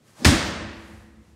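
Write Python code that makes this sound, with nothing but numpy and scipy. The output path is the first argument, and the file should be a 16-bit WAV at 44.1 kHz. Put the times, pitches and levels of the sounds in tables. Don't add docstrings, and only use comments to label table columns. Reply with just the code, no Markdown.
import sys
import numpy as np
from scipy import signal
from scipy.fft import rfft, irfft
from scipy.io import wavfile
from scipy.ndimage import uniform_filter1d

SR = 44100
rng = np.random.default_rng(int(sys.argv[2]) if len(sys.argv) > 2 else 0)


def generate_wav(signal):
    frames = np.transpose(np.atleast_2d(signal))
    scaled = np.clip(frames, -1, 1) * 32767
    pcm = np.round(scaled).astype(np.int16)
    wavfile.write(sys.argv[1], SR, pcm)


def volts_from_decibels(level):
    exponent = np.asarray(level, float) / 20
    return 10 ** exponent


N = 59535
HIT_S = 0.2475

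# (time [s], level [dB], ring [Hz], t60 [s])
SLAPS = [(0.2472, -3.5, 4915, 0.004), (.2479, -6, 3070, 0.0034), (0.2481, -3.5, 4600, 0.0032),
         (0.252, -4, 1790, 0.011), (0.2506, -11, 596, 0.0068), (0.2529, -4, 2210, 0.0056),
         (0.2532, -14.5, 1320, .008), (0.2563, 2.5, 4900, 0.0018), (0.2565, -22, 3550, 0.0035),
         (0.2583, -15.5, 2200, 0.005), (0.2597, -9, 1690, .006)]
# (frequency [Hz], density [dB per Hz])
CRACK_COLOUR = [(240, -34), (400, -6), (1760, -4), (3790, -8.5), (4560, -4), (9950, -14), (15500, -35)]
# (centre [s], level [dB],
# frequency [Hz], length [s])
THUMPS = [(0.2517, -9, 292, 0.0015), (.2652, -6, 105, 0.0033), (.2685, -9, 226, .005),
          (.277, -13, 80.3, 0.0086), (.2897, -6.5, 112.5, .0055), (.302, -13.5, 105, 0.0033),
          (0.2938, -18, 285, 0.012), (.3235, -14, 247.6, 0.0074), (.345, -21, 325, 0.011),
          (.36, -32.5, 176, 0.02), (0.348, -22.5, 50.7, 0.013), (.487, -32.5, 80, 0.027)]
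# (frequency [Hz], density [dB per Hz])
TAIL_COLOUR = [(25, -17.5), (60, -14), (200, -8), (420, -17), (1000, -16), (5000, -20.5), (9000, -26),
               (15500, -45.5)]
# (frequency [Hz], width [octaves], level [dB])
HALL_BUMPS = [(580, 0.065, 4.5), (1832, 0.16, 3.5), (4760, 0.22, 1.5), (8660, 0.036, 2.5)]
# (frequency [Hz], t60 [s])
HALL_T60 = [(60, 0.85), (250, 1.42), (700, 1.325), (1900, 1.273), (3800, 1.021), (8500, 0.72), (11000, .45),
            (15000, 0.52)]
# (frequency [Hz], rise [s])
HALL_RISE = [(60, .03), (500, 0.0051), (3000, .004), (16000, .003)]
# (frequency [Hz], level [dB])
NEAR_WALLS = [(60, 4), (300, 7.84), (1000, 0.95), (5000, 1), (16000, 4)]
# (frequency [Hz], level [dB], t60 [s])
MODES = [(57, -41, 2.8), (71.4, -40, 3.3), (79.7, -29, 1.3), (99.8, -36, 2.2), (125, -30.5, .6),
         (183.6, -36, 1.8), (217.8, -34.5, 2.8), (251.8, -33, 1.4), (285, -23, 0.73), (325, -32.5, 1.1),
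         (331.8, -35.5, 2.3), (391.5, -35.5, 0.88), (488, -45, 2.3), (573, -29.5, .7)]
# (frequency [Hz], density [dB per Hz])
RUSH_COLOUR = [(60, -15), (250, -4.5), (700, 0), (1300, -3), (2700, -12.5), (5300, -8), (9000, -18.5),
               (15500, -35)]
# (frequency [Hz], density [dB per Hz])
WAKE_COLOUR = [(60, -13), (150, 2), (240, 6.5), (400, -6), (600, -3.5), (1500, -49)]
# (time [s], level [dB], t60 [s], lowest frequency [Hz])
CATCHES = [
    (.4435, -45, .015, 9500),
    (.447, -51, .3, 11000),
]
# (frequency [Hz], density [dB per Hz])
CLOTH_COLOUR = [(300, -57), (500, -4.5), (800, -5.5), (2000, -8.5), (3000, -12), (7000, -12),
                (10500, -15.5), (15500, -28.5)]
# (centre [s], level [dB], length [s])
SWINGS = [
    (0.101, -59.5, 0.043),
    (0.201, -51, 0.025),
    (0.889, -58.5, 0.13),
    (1.28, -69, .05),
]
# (frequency [Hz], density [dB per Hz])
ROOM_COLOUR = [(25, -17.5), (50, -5.5), (120, 8.5), (350, 0), (700, -11.5), (2000, -16.5), (8000, -22.5),
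               (15500, -37)]


def evened(x):
    return x / np.sqrt(np.mean(x ** 2) + 1e-20)


def read(points, hz):
    f, value = np.transpose(points)
    return np.interp(np.log(hz + 1), np.log(f + 1), value)


def coloured(points):
    hz = np.fft.rfftfreq(N + 1, 1 / SR)
    spectrum = rfft(rng.standard_normal(N + 1)) * volts_from_decibels(read(points, hz))
    return evened(irfft(spectrum)[:N])


def since(s):
    t = np.arange(N) / SR - s
    return np.maximum(t, 0), t >= 0


def swell(s, length):
    t = np.arange(N) / SR
    return np.exp(-0.5 * ((t - s) / length) ** 2)


def slaps():
    rise_s = 0.00012
    crack_db, crack_t60, grit_db = -15.5, 0.058, 5
    rings = np.zeros(N)
    for s, db, hz, t60 in SLAPS:
        t, on = since(s)
        envelope = volts_from_decibels(db - 60 * t / t60) * np.minimum(t / rise_s, 1)
        rings += envelope * np.sin(2 * np.pi * hz * t)
    t, on = since(SLAPS[0][0])
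    flutter = evened(uniform_filter1d(rng.standard_normal(N), size=20))
    crack = on * volts_from_decibels(crack_db - 60 * t / crack_t60) * volts_from_decibels(grit_db * flutter) * coloured(CRACK_COLOUR)
    return rings + crack


def thumps():
    t = np.arange(N) / SR
    out = np.zeros(N)
    for s, db, hz, length in THUMPS:
        out -= volts_from_decibels(db) * swell(s, length) * np.cos(2 * np.pi * hz * (t - s))
    return out


def hall():
    tail_db, early_t60 = -17.5, 0.33
    patch_db, patch_s = 0.7, 0.02
    t, on = since(HIT_S)
    hz = np.fft.rfftfreq(N, 1 / SR)
    bumps_db = np.zeros(len(hz))
    for f, octaves, db in HALL_BUMPS:
        bumps_db += db * np.exp(-0.5 * (np.log2((hz + 1) / f) / octaves) ** 2)
    spectrum = rfft(coloured(TAIL_COLOUR)) * volts_from_decibels(bumps_db)
    out = np.zeros(N)
    for centre in 40 * 2 ** (np.arange(54) / 6):
        distance = np.clip(6 * np.log2((hz + 1e-3) / centre), -1, 1)
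        band = irfft(spectrum * np.cos(np.pi / 2 * distance) ** 2, N)
        patch = np.interp(t, np.arange(60) * patch_s, rng.standard_normal(60))
        late = volts_from_decibels(-60 * t / read(HALL_T60, centre) + patch_db * patch)
        early = volts_from_decibels(read(NEAR_WALLS, centre) - 60 * t / early_t60)
        rise = 1 - np.exp(-t / read(HALL_RISE, centre))
        out += band * rise * np.hypot(late, early)
    return volts_from_decibels(tail_db) * on * out


def modes():
    rise_s = 0.03
    waver_depth, waver_s, waver_hz = 0.7, 0.035, 70
    t, on = since(HIT_S)
    out = np.zeros(N)
    for hz, db, t60 in MODES:
        phase = rng.random()
        a, b = rng.standard_normal((2, 100))
        drift = np.interp(t / waver_s, np.arange(100), a + 1j * b)
        waver = 1 + waver_depth * np.sqrt(waver_hz / hz) * drift
        tone = (waver * np.exp(2j * np.pi * (hz * t + phase))).real
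        out += volts_from_decibels(db - 60 * t / t60) * tone
    return out * (1 - np.exp(-t / rise_s))


def rush():
    rush_db, slope_db_per_s = -39.5, 245
    wake_db, wake_lead_s, wake_length_s = -35.5, 0.017, 0.019
    t = np.arange(N) / SR - HIT_S
    air = coloured(RUSH_COLOUR) * volts_from_decibels(rush_db - slope_db_per_s * abs(t))
    wake = coloured(WAKE_COLOUR) * volts_from_decibels(wake_db) * swell(HIT_S - wake_lead_s, wake_length_s)
    return air + wake


def catch():
    out = np.zeros(N)
    for s, db, t60, low_hz in CATCHES:
        t, on = since(s)
        skin = coloured([(low_hz * 0.7, -20), (low_hz, 0), (16000, -8)])
        rise = np.minimum(t / (0.046 * t60), 1)
        out += rise * volts_from_decibels(db - 60 * t / t60) * skin
    return out


def cloth():
    return coloured(CLOTH_COLOUR) * sum(volts_from_decibels(db) * swell(s, length) for s, db, length in SWINGS)


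def room():
    return volts_from_decibels(-59.5) * coloured(ROOM_COLOUR)


def scene():
    ball = slaps() + thumps()
    answer = hall() + modes()
    return (ball + answer + rush() + catch() + cloth() + room())[None]


def top_cut(x):
    return signal.sosfilt(signal.butter(12, 16500, fs=SR, output="sos"), x)


def record(dry):
    low_hz, ceiling, edge_hz = 36, 1.6, 15760
    x = signal.lfilter(*signal.butter(2, low_hz, "high", fs=SR), dry)
    x = ceiling * np.tanh(x / ceiling)
    edge = signal.firwin(511, edge_hz, window=("kaiser", 9), fs=SR)
    mix = signal.oaconvolve(x, edge[None], "same")
    return top_cut(mix)


dry = scene()
out = record(dry)
generate_wav(out)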